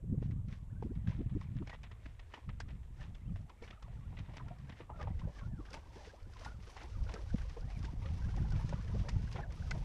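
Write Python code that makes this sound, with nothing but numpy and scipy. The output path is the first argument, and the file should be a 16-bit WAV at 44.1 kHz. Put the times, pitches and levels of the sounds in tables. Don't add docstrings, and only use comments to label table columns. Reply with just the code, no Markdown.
import sys
import numpy as np
from scipy import signal
from scipy.fft import rfft, irfft, next_fast_len
from scipy.io import wavfile
from scipy.ndimage import uniform_filter1d

SR = 44100
rng = np.random.default_rng(int(sys.argv[2]) if len(sys.argv) > 2 else 0)


def amplitude_ratio(level_db):
    exponent = np.asarray(level_db, float) / 20
    return 10 ** exponent


def master(y):
    cut = np.clip(np.atleast_2d(y).T, -1, 1)
    pcm = np.round(cut * 32767)
    wavfile.write(sys.argv[1], SR, pcm.astype(np.int16))


N = 433944


def rms_one(x):
    return x / np.sqrt(np.mean(x ** 2) + 1e-20)


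def in_time(rows):
    s, *columns = np.transpose(rows)
    return [np.interp(np.arange(N) / SR, s, column) for column in columns]


def bump(s, length_s):
    return np.exp(-((np.arange(N) / SR - s) / length_s) ** 2 / 2)


def around(s, before_s, after_s):
    return slice(max(int((s - before_s) * SR), 0), int((s + after_s) * SR))


def colour(x, spectrum):
    hz, level_db = np.transpose(spectrum)
    size = next_fast_len(N)
    grid_hz = np.maximum(np.arange(size // 2 + 1), 1) * SR / size
    inside_db = np.interp(np.log(grid_hz), np.log(hz), level_db)
    beyond_db = -24 * np.maximum(np.log2(grid_hz / hz[-1]), 0)
    return rms_one(irfft(rfft(x, size) * amplitude_ratio(inside_db + beyond_db), size)[:N])


def hiss(spectrum):
    return colour(rng.standard_normal(N), spectrum)


def drift(rate_hz):
    r = np.exp(-2 * np.pi * rate_hz / SR)
    wander = signal.lfilter([1], [1, -2 * r, r * r], rng.standard_normal(N + SR))
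    return rms_one(wander[SR:])


def steady(x, window_s):
    return rms_one(x / np.sqrt(uniform_filter1d(x ** 2, size=int(window_s * SR)) + 1e-3))


def droplets(per_s, spread_db, spectrum, patchy_db):
    spreads = np.minimum(rng.exponential(1, N), 3.3)
    sizes = amplitude_ratio(spread_db * spreads) * rng.choice([-1, 1], N)
    clumps = amplitude_ratio(patchy_db * drift(23.3))
    hits = sizes * (rng.random(N) < per_s / SR)
    return rms_one(clumps * colour(rms_one(hits) + 0.3 * rng.standard_normal(N), spectrum))


def strikes(times, level_db, decay_s, rise_s):
    marks = np.full(N, 1e-18)
    marks[(times * SR).astype(int)] = amplitude_ratio(level_db)
    fall, rise = np.exp(-1 / (decay_s * SR)), np.exp(-1 / (rise_s * SR))
    falling = signal.lfilter([1], [1, -fall], marks)
    return signal.lfilter([1 - rise], [1, -rise], falling)


def add_bubble(out, s, peak_db, hz, octaves, cycles):
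    age = np.arange(int(5 * cycles / hz * SR)) / SR * hz / cycles
    phase = 2 * np.pi * np.cumsum(hz * 2 ** (octaves * (age - 1))) / SR
    start = max(int(s * SR), 0)
    out[start:start + len(age)] += amplitude_ratio(peak_db) * age * np.exp(1 - age) * np.sin(phase)


def small_bubbles(level_db, low_hz, span_octaves, cycles, count, climb=.2):
    out = np.zeros(N + SR)
    for when, pitch, size, rise in rng.random((count, 4)):
        at = int(when * (N - 1))
        peak_db = level_db[at] - 3.0 - 13.6 * np.sqrt(size) - 4.0 * pitch
        hz = low_hz * 2 ** (span_octaves * pitch)
        add_bubble(out, at / SR, peak_db, hz, climb * rise ** 2 - .03, cycles * (0.52 + rise))
    return out[:N]


# pitch in Hz, level in dB.
AIR_COLOUR = [(120, -33.5), (200, -0.5), (338, -6.5), (1510, -19), (3600, -23.5), (4640, -33),
              (7550, -22.5), (15000, -36)]


def air():
    return amplitude_ratio(-75) * hiss(AIR_COLOUR)


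# time in seconds, rumble in dB, flutter in dB above the rumble.
GUSTS = [(0.0, -55.5, -8), (0.08, -42.5, 5), (1.2, -44, 2), (1.5, -49.5, 6), (2.3, -51.5, -22.5),
         (2.52, -44, -0.5), (2.95, -49, -8), (3.37, -45, 2), (3.55, -60, -10), (3.9, -47, -1.5),
         (4.8, -54.5, 5), (5.12, -38.5, -5), (6.0, -55.5, -10.5), (6.7, -45.5, -7.5), (6.99, -33.5, -10),
         (7.7, -43.5, -10), (8.44, -35.5, -4), (9.84, -40, -5.5)]
# time in seconds, rumble change in dB, flutter change in dB, length in seconds.
LULLS = [(0.225, -2, -7, 0.023), (0.57, -4, -9, 0.19), (2.382, -13, -35, 0.049), (3.076, 0, 8, 0.035),
         (3.176, -2.5, -9.5, 0.053), (3.78, -3.5, -9.5, 0.037), (5.333, -9, -16, 0.053),
         (5.524, 1.5, 4.5, 0.035), (6.17, -8, -20, 0.036), (6.23, 16, 7, 0.01), (6.812, -12.5, -23, 0.11),
         (7.154, -13.5, -23, 0.054), (7.558, -9, -20, 0.019), (8.752, -6.5, -5, 0.087),
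         (4.846, -5, -13, 0.059), (9.38, -9, -7, 0.077), (2.77, -1.5, -9, 0.064), (9.565, -4.5, -6, 0.033)]


def gusts():
    rumble_db, above_db = in_time(GUSTS)
    flutter_db = rumble_db + above_db
    for s, rumble_change_db, flutter_change_db, length_s in LULLS:
        dent = bump(s, length_s)
        rumble_db = rumble_db + rumble_change_db * dent
        flutter_db = flutter_db + flutter_change_db * dent
    return rumble_db, flutter_db


# pitch in Hz, level in dB.
RUMBLE_COLOUR = [(8.8, -15), (15, -8.5), (49, 2.5), (110, -7), (140, -73.5), (240, -120)]
FLUTTER_COLOUR = [(60, -15.5), (95, 4.5), (140, 1.5), (200, -8), (280, -22.5), (400, -57)]
WHIP_COLOUR = [(100, 1), (200, -2.5), (320, -5), (450, -26.5), (700, -37)]
# time in seconds, peak in dB, length in seconds.
EDDIES = [
    (0.041, -47.5, 0.0031),
    (0.124, -34, 0.013),
    (0.85, -39, 0.01),
    (0.908, -39, 0.0082),
    (1.192, -35.5, 0.014),
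    (1.354, -36, 0.011),
    (1.605, -40, 0.0136),
    (5.591, -45.5, 0.01),
]
# time in seconds, peak in dB, length in seconds.
PORT_KNOCKS = [(0.219, -38, 0.0031), (2.057, -46, 0.0052), (3.62, -40, 0.0022), (4.692, -45, 0.0076),
               (5.106, -41, 0.0038), (6.27, -49, 0.0023), (6.97, -41, 0.0052), (7.139, -41, 0.0036),
               (7.342, -32, 0.0048), (7.838, -45.5, 0.0088), (7.935, -32.5, 0.0023), (8.377, -38, 0.007),
               (8.416, -40, 0.0027), (9.159, -53, 0.0043)]


def wind():
    rumble_db, flutter_db = gusts()
    lumps = drift(10.9)
    out = amplitude_ratio(rumble_db + 0.96 * lumps) * steady(hiss(RUMBLE_COLOUR), 0.12)
    flutter_db = flutter_db - 2.0 + 3.92 * lumps + 3.44 * drift(64.0)
    out += amplitude_ratio(flutter_db) * steady(hiss(FLUTTER_COLOUR), 0.089)
    t, whip = np.arange(N) / SR, hiss(WHIP_COLOUR)
    for s, level_db, length_s in EDDIES + PORT_KNOCKS:
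        near = around(s, .1, .15)
        swell = np.exp(-((t[near] - s - 0.9 * length_s) / max(length_s, .003)) ** 2 / 2)
        out[near] += amplitude_ratio(level_db) * swell * whip[near]
    whoop_hz, s_per_octave = 417.6, 0.02005
    for s, level_db, length_s in EDDIES:
        lead_s = np.arange(-4 * length_s, length_s, 1 / SR)
        hz = whoop_hz * 2 ** (lead_s / s_per_octave)
        tone = np.sqrt(hz / whoop_hz) * np.sin(2 * np.pi * np.cumsum(hz) / SR)
        start = int((s - 2.5 * length_s) * SR)
        out[start:start + len(lead_s)] += amplitude_ratio(level_db) * np.hanning(len(lead_s)) * tone
    return out


# time in seconds, depth from 0 to 1, churn in dB, spray in dB, gurgle in dB.
TRAIL = [
    (0.0, 0.4, -106, -100, -77.5),
    (1.1, 0.0, -72, -84, -70),
    (1.3, 1, -71, -84.5, -75),
    (3.6, 0, -77, -84, -71),
    (4.3, 0.7, -66.5, -79.5, -68.5),
    (5.5, 0.83, -75, -76.5, -63.5),
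    (6.9, 1.0, -73.5, -68, -64),
    (8.3, 0.05, -66, -66, -58.5),
    (9.84, 0.6, -69.5, -65.5, -61),
]
# time in seconds, churn in dB, spray in dB, gurgle in dB.
STRIDES = [(0.24, -66, -74.5, -78), (0.518, -63.5, -68.5, -75), (0.84, -77, -77, -62),
           (1.091, -55.5, -68, -60), (1.42, -71, -73, -79), (1.7, -63, -73, -71), (2.06, -66, -74, -80),
           (2.35, -57, -68.5, -72), (2.7, -74, -82, -65), (3.009, -62, -67, -59), (3.37, -79, -74, -73),
           (3.64, -59, -65.5, -67), (3.94, -71, -79, -73), (4.2, -81, -74, -82), (4.37, -62.5, -69.5, -72),
           (4.79, -59, -71.5, -68), (5.011, -61, -72, -50), (5.37, -74, -66.5, -82),
           (5.748, -66, -62, -53.5), (5.98, -65, -64.5, -59), (6.07, -66, -62.5, -76),
           (6.459, -56, -59.5, -55.5), (6.7, -68, -61, -78), (6.821, -55, -64.5, -64),
           (7.16, -62, -70, -50), (7.4, -67, -68, -73), (7.85, -65, -70, -66), (8.56, -56.5, -60, -58),
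           (9.05, -77, -83, -50.5), (9.381, -60, -82, -46), (9.76, -80, -85, -55.5)]
# time in seconds, dip in dB.
HUSHES = [
    (4.91, -19),
    (5.54, -8),
    (6.24, -5),
    (6.57, -7),
    (7.63, -4.5),
    (7.96, -9),
    (9.47, -9),
]


def surges():
    mud_rise_s, mud_fall_s = 0.015, 0.058
    flood_rise_s, flood_fall_s = 0.055, 0.035
    depth, *beds_db = in_time(TRAIL)
    t = np.arange(N) / SR
    hush_db = sum(dip_db * bump(s, 0.033) for s, dip_db in HUSHES)
    power = amplitude_ratio(2 * (np.array(beds_db) + hush_db * [[1], [1], [.3]]))
    for s, *peaks_db in STRIDES:
        wet = np.clip(depth[int(s * SR)], 0, 1)
        near = around(s, .4, .4)
        rise_s = mud_rise_s + wet * (flood_rise_s - mud_rise_s)
        fall_s = mud_fall_s + wet * (flood_fall_s - mud_fall_s)
        shape = np.exp(-np.maximum((s - t[near]) / rise_s, (t[near] - s) / fall_s))
        power[:, near] += (amplitude_ratio(np.array(peaks_db))[:, None] * shape) ** 2
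    return 10 * np.log10(power)


# pitch in Hz, level in dB.
MIST_COLOUR = [(5500, -39), (7000, -7.5), (10800, -1.5), (11600, -13), (14000, -17)]


def mist():
    _, spray_db, _ = surges()
    return amplitude_ratio(-84 + 1.4 * (spray_db + 64)) * droplets(2500.0, 2.5, MIST_COLOUR, patchy_db=4.0)


def slosh():
    _, _, gurgle_db = surges()
    glides = small_bubbles(gurgle_db + 2.0, low_hz=381.2, span_octaves=1.8, cycles=5.0, count=500, climb=.4)
    swirls = np.zeros(N)
    for hollow_hz in (560, 900, 1400):
        swell = drift(45) * amplitude_ratio(4.95 * drift(12.8))
        hz = hollow_hz * 2 ** (.35 * drift(5.0))
        swirls += swell * np.sin(2 * np.pi * np.cumsum(hz) / SR)
    return glides + amplitude_ratio(gurgle_db - 9) * swirls


# pitch in Hz, level in dB.
CHURN_COLOUR = [(700, 0.5), (1300, -5.5), (1850, 4.5), (2500, -0.5), (3700, -5), (4500, -15), (6000, -89)]
SPRAY_COLOUR = [(3000, 1.5), (4200, -1), (5000, 0), (6000, -1), (7000, -9), (11000, -26), (11600, -37),
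                (14000, -41)]
GURGLE_COLOUR = [(150, -7), (350, -4), (600, -14.5), (950, -8), (1300, -26), (2000, -22)]


def wading():
    churn_db, spray_db, gurgle_db = surges()
    churn = amplitude_ratio(churn_db - 4.5) * droplets(900.0, 3.4, CHURN_COLOUR, patchy_db=1.0)
    churn += small_bubbles(churn_db + 8, low_hz=900, span_octaves=1.6, cycles=2.8, count=2600)
    gurgle = amplitude_ratio(gurgle_db - 6.5) * droplets(700, 2.6, GURGLE_COLOUR, patchy_db=3.5)
    gurgle += small_bubbles(gurgle_db + 6, low_hz=439.7, span_octaves=1.498, cycles=2.2, count=1500)
    spray = amplitude_ratio(spray_db) * droplets(3000.0, 2.4, SPRAY_COLOUR, patchy_db=1.5)
    return churn + gurgle + spray


# time in seconds, peak in dB, pitch in Hz, length of the ring in cycles.
MUD_BUBBLES = [(1.4126, -54, 1060, 4.3), (1.6966, -59, 2830, 9.1), (1.7138, -55, 1900, 14),
               (1.7357, -56, 1840, 8.1), (1.835, -61, 1120, 4.8), (2.3392, -55, 2900, 9.2),
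               (2.4901, -60, 1830, 5.1), (2.603, -41.5, 1575, 3.8), (3.4998, -57, 936.0, 2.6),
               (3.6323, -56, 2240, 10.0), (3.7256, -56, 1280, 3.9), (3.88, -51.5, 630, 1),
               (4.2845, -59, 1180, 1.5), (4.3613, -58, 650, 2.7), (4.3937, -62, 1880, 12),
               (4.4022, -52.5, 990, 7.1), (4.463, -62, 910, 14), (4.5074, -49, 703, 5),
               (4.7214, -57, 1830, 6), (4.8027, -58, 1735, 6.8), (4.906, -49.5, 848, 6),
               (5.024, -53, 1760, 5.8), (5.0992, -55, 746, 4.7), (5.2817, -57, 567, 5.3),
               (5.3915, -57, 2180, 7.9), (5.4106, -57, 1086, 8.4), (5.6839, -59, 1560, 4.2),
               (5.7368, -57, 883, 8.5), (5.7388, -58, 610, 4.8), (5.7669, -60, 905, 6.8),
               (5.9722, -60, 1065, 4.5), (6.0948, -58, 1620, 7.5)]
FLOOD_BUBBLES = [(6.4069, -55.5, 1250, 3.2), (6.4479, -60, 2270, 10.0), (6.4494, -60.0, 2640, 8.6),
                 (6.464, -51, 1420, 10.5), (7.0646, -59, 1442.0, 6.9), (7.1384, -45, 437, 1.8),
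                 (7.1504, -56, 1560, 17), (7.191, -55, 1040, 3.6), (7.2541, -57, 793, 4.1),
                 (7.3, -56, 1490, 7.9), (7.3393, -46, 495, 1.6), (7.3832, -56, 1280, 4.8),
                 (7.414, -56, 1590, 5), (7.567, -42.5, 466, 2.3), (7.57, -49, 820, 1.5),
                 (7.8822, -54.5, 960, 4.9), (8.0506, -52, 530, 4.7), (8.219, -59, 1518.0, 9),
                 (8.242, -54.5, 1610, 6.2), (8.34, -55, 1055, 3.8), (8.379, -56, 1230, 6.4),
                 (8.4486, -50.5, 834, 2.5), (8.5193, -57, 1490, 5.7), (8.5542, -60, 2310, 10.0),
                 (8.589, -49.5, 886, 10), (8.6904, -50, 565, 2.8), (8.7244, -41.5, 934, 4),
                 (8.7259, -36.5, 555, 1.6), (9.0446, -50, 553, 2.5), (9.085, -35, 1760, 2.9),
                 (9.0863, -45, 1120, 2.1), (9.0906, -53, 2700, 6.9), (9.274, -53, 1600, 6.2),
                 (9.353, -57, 1744.0, 9.4), (9.392, -45.5, 808, 5.4), (9.3884, -56.0, 1860, 5.2),
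                 (9.6209, -53, 1500, 4.2), (9.6762, -54, 1260, 4.2), (9.7094, -32.5, 2000, 4.6),
                 (9.7112, -36.5, 1480, 4.4)]


def trapped_bubbles():
    out = np.zeros(N + SR)
    for s, peak_db, hz, cycles in MUD_BUBBLES + FLOOD_BUBBLES:
        add_bubble(out, s, peak_db - 0.5, hz, octaves=0.021, cycles=max(cycles, 1))
    return out[:N] * amplitude_ratio(-2.0) * (1.1 + .65 * drift(260.0))


# time in seconds, peak in dB, pitch in Hz.
GULPS = [(3.622, -41.5, 452), (4.126, -46, 910), (4.286, -46, 1086), (4.338, -50, 605),
         (4.401, -42.5, 1190), (4.8, -41.5, 458), (4.897, -44, 960), (5.009, -40.5, 596), (5.077, -39, 736),
         (5.218, -46, 987), (5.769, -46, 874), (6.073, -46, 461), (6.464, -39, 870), (6.675, -47, 464),
         (6.814, -42.5, 753), (6.839, -43.5, 854), (7.063, -49, 460), (7.095, -42.5, 980),
         (7.19, -45.5, 360), (8.378, -42.5, 736), (9.045, -49, 506), (9.359, -40.5, 824),
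         (9.75, -37.5, 615)]


def bubble_swarms():
    out = np.zeros(N + SR)
    parents = [row[:3] for row in MUD_BUBBLES + FLOOD_BUBBLES]
    parents += [(s, peak_db - 6.5, hz) for s, peak_db, hz in GULPS]
    broods = rng.random((len(parents), 4, 3))
    for (s, peak_db, hz), brood in zip(parents, broods):
        for late, pitch, size in brood:
            when = s + .045 * late ** 2 - .004
            level_db = min(peak_db, -51) - 3.0 - 16.5 * late - 10.0 * size
            add_bubble(out, when, level_db, hz * 2 ** (.7 * (pitch - .45)), .06, 2.15 + 3.0 * size)
    return out[:N]


# time in seconds, peak in dB, pitch in Hz.
GLOOPS = [
    (4.289, -54.5, 497),
    (5.274, -45.5, 540),
    (5.959, -44, 382),
    (6.135, -48, 530),
    (8.891, -50, 433),
    (8.944, -40, 428),
]
# time in seconds, peak in dB, pitch in Hz.
SUCKS = [
    (2.374, -45.5, 997),
    (2.494, -50.5, 1077),
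    (3.499, -54, 1100),
]
# time in seconds, peak in dB, pitch in Hz.
GROUND_KNOCKS = [
    (0.227, -39, 415),
    (0.828, -34, 437),
    (0.828, -36, 785),
    (2.605, -50, 693),
]


def gulps():
    out = np.zeros(N + SR)
    kinds = ((GULPS, .05, 2.3), (GLOOPS, .28, 3.4), (SUCKS, -.2, 5.0), (GROUND_KNOCKS, 0, .9))
    for table, octaves, cycles in kinds:
        for s, peak_db, hz in table:
            add_bubble(out, s - .003, peak_db - .7, hz, octaves, cycles)
    wobble = 1 + .5 * drift(170.0)
    s, peak_db, _ = np.transpose(GULPS + GLOOPS + SUCKS)
    froth = strikes(s, peak_db - 12.5, 0.018, 0.001) * hiss(GURGLE_COLOUR)
    return out[:N] * wobble * amplitude_ratio(-6.0) + froth


# time in seconds, peak in dB, body in dB above the peak.
DROPS = [(0.484, -56, 2.5), (0.9516, -64.5, 9), (1.295, -69, 14), (1.4331, -59.5, 4), (2.601, -46, 0),
         (2.7494, -71, 8), (2.83, -70.5, 11), (2.9687, -65, -6), (3.676, -58.5, 11.5), (3.7294, -66.5, 13),
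         (4.584, -57, -1), (5.0266, -47, -4), (5.6605, -55, 1), (5.7044, -47, -14), (5.731, -39.5, -3),
         (5.9325, -60, 2), (6.047, -61.5, 10), (6.199, -65.5, 7), (6.2272, -56, -11), (6.335, -52, -4),
         (6.368, -56, 5.5), (6.3939, -46, -13), (6.599, -68, 9), (6.6256, -53, -6), (6.6942, -55, -8),
         (6.8319, -45, -12), (7.0374, -51, -15), (7.1146, -49, -2), (7.357, -53, 0), (7.417, -47, -4),
         (7.4954, -46.5, -3.5), (7.607, -50, -19), (7.7014, -50, 0), (7.7907, -47, -10), (7.8281, -48, -1),
         (8.1309, -64, -1), (8.3629, -44.5, -5), (8.4213, -54, -1), (8.4841, -53, -15), (8.5035, -43, -23),
         (8.995, -54.5, 8.5), (9.1424, -69, 2), (9.326, -40.5, -7), (9.4025, -57, 2), (9.522, -44.5, -6),
         (9.708, -48, -1)]
# pitch in Hz, level in dB.
SMACK_COLOUR = [(700, 0), (1150, -1), (1600, -1), (1950, 2), (2500, -0.5), (3600, -5), (4400, -15.5),
                (6000, -57)]


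def drops():
    s, peak_db, body_db = np.transpose(DROPS)
    tick_colour = [(3000, -8.0), (5000, 12.0), (7000, -2.5), (11000, -14.5), (13000, -26)]   # Hz, dB
    tick = strikes(s, peak_db - 10.5, 0.0039, 0.0007) * hiss(tick_colour)
    body = strikes(s, peak_db + body_db - 7.5, 0.013, 0.0007) * hiss(SMACK_COLOUR)
    return tick + body


# time in seconds, peak in dB, thud in dB above it,
# crack in dB above it, pitch of the hollow in Hz.
HOOF_SLAPS = [(0.223, -60, 11.5, -10, 1840), (0.823, -58.5, 13.5, -8, 1590), (1.071, -51, -8, -15, 1650),
              (1.671, -53.5, 3, -12, 1970), (1.695, -45.5, 0, -11.5, 2200), (1.729, -53, 10, -13, 1920),
              (1.832, -51, -15, -8.5, 2380), (2.0565, -54, -3, -16, 1730), (2.193, -54, -33, -14, 1930),
              (2.337, -46.5, 5.5, -13, 1840), (2.49, -49.5, -24, -20, 1290), (2.601, -54, 6.5, 4, 1700),
              (3.147, -55.5, -11, -8.5, 3460), (3.3584, -55, -2, -17, 1600), (3.495, -54.5, -2, -11.5, 1340),
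              (3.622, -57.5, -15, -4, 2360), (3.8237, -56, 5, -6, 1310), (4.169, -52, -21, -32.5, 2750),
              (4.187, -53, -21, -12, 2400), (4.336, -57.5, 8, -11, 2280), (4.368, -51, -2, -5, 2380),
              (4.482, -57, 6, -11, 1400), (4.693, -52.5, 0, -9, 1770), (4.803, -52.5, 1, -39, 1840),
              (5.071, -60, 19, -35, 1410), (5.1915, -52, -5, -8, 2000), (5.385, -52, -2, -11.5, 1660),
               (5.6513, -56, -18, -12, 1560), (5.74, -47.5, -3, -4, 1590), (6.446, -51, -21, -3, 1460),
               (6.765, -50.5, 4, -8, 1480), (6.8124, -53.5, -18, -11, 2240), (7.088, -49, -2, -11, 1430),
               (7.138, -50, -13, -1.5, 1660), (7.381, -52.5, -20, -13, 1510), (7.845, -47, -11, -6, 1610),
               (8.0551, -51, -20, -26, 1940), (8.52, -54, 4, -3, 1440), (8.691, -50.5, -9, -1, 1780),
               (8.7293, -53, 8, -25, 1670), (9.087, -47.5, 4, 3.5, 1820), (9.3143, -56, -18, -5, 2550),
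               (9.358, -48.5, 2, -18, 1430), (9.39, -66, 24.5, -24, 1880), (9.503, -58, -17, -16, 1570),
               (9.7085, -46.5, -2, -0.5, 1930)]
# time in seconds, peak in dB, thud in dB above it.
SPATTERS = [(0.309, -57.5, -23), (0.525, -54, -21), (1.114, -61, 3), (1.411, -58.5, -6), (1.5653, -59, -6),
            (1.62, -69.5, 21), (1.9119, -54, -2.5), (1.745, -58, 10), (2.683, -60.5, -15),
            (2.7037, -57.5, -13), (3.009, -53, -13), (3.0275, -55, -15), (3.704, -53, -4),
            (3.8777, -69, 15), (4.721, -59, 0), (4.898, -67.5, 24.5), (5.01, -52.5, 8), (1.846, -60, -6),
            (7.3025, -67, -4), (8.0194, -56, -20), (8.877, -57, -13),]
# pitch in Hz, level in dB.
THUD_COLOUR = [(200, -43), (400, 2), (700, 7), (1000, 8.5), (1300, -2.5), (2000, -38.5)]
CRACK_COLOUR = [(3200, -13.5), (4300, -4), (5100, -2), (6500, -8.5), (9000, -21.5), (11500, -42)]


def slaps():
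    spatter_crack_db, spatter_hz, spatter_spread_hz = -13, 1920, 190
    small = []
    for row in SPATTERS:
        small.append((*row, spatter_crack_db, spatter_hz + spatter_spread_hz * rng.uniform(-0.92, 1)))
    s, peak_db, thud_db, crack_db, cavity_hz = np.transpose(HOOF_SLAPS + small)
    smack = strikes(s, peak_db - 1.5, 0.0086, 0.0019) * hiss(SMACK_COLOUR)
    thud = strikes(s, peak_db + thud_db + 0.5, 0.004, 0.0024) * hiss(THUD_COLOUR)
    crack = strikes(s, peak_db + crack_db - 0.5, 0.0066, 0.0013) * hiss(CRACK_COLOUR)
    ragged = amplitude_ratio(2.8 * drift(122.0))
    patter = strikes(s, peak_db - 10.5, 0.026, 0.0027) * droplets(450.0, 4.5, SMACK_COLOUR, patchy_db=5.5)
    ring = np.zeros(N + SR)
    for when, level_db, hz in zip(s, peak_db, cavity_hz):
        add_bubble(ring, when - .0005, level_db - 4.0, hz, octaves=-0.019, cycles=3.7)
    return ragged * (smack + crack) + thud + patter + ring[:N]


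def scene():
    background = air() + wind()
    water = mist() + slosh() + wading()
    bubbles = trapped_bubbles() + bubble_swarms() + gulps()
    return (background + water + bubbles + drops() + slaps())[None]


def roll_off(x):
    return signal.sosfilt(signal.butter(12, 15560, fs=SR, output="sos"), x)


def record(dry):
    top_cut = signal.cheby2(10, 50, 16200, fs=SR, output="sos")
    return roll_off(signal.sosfilt(top_cut, dry))


dry = scene()
out = record(dry)
master(out)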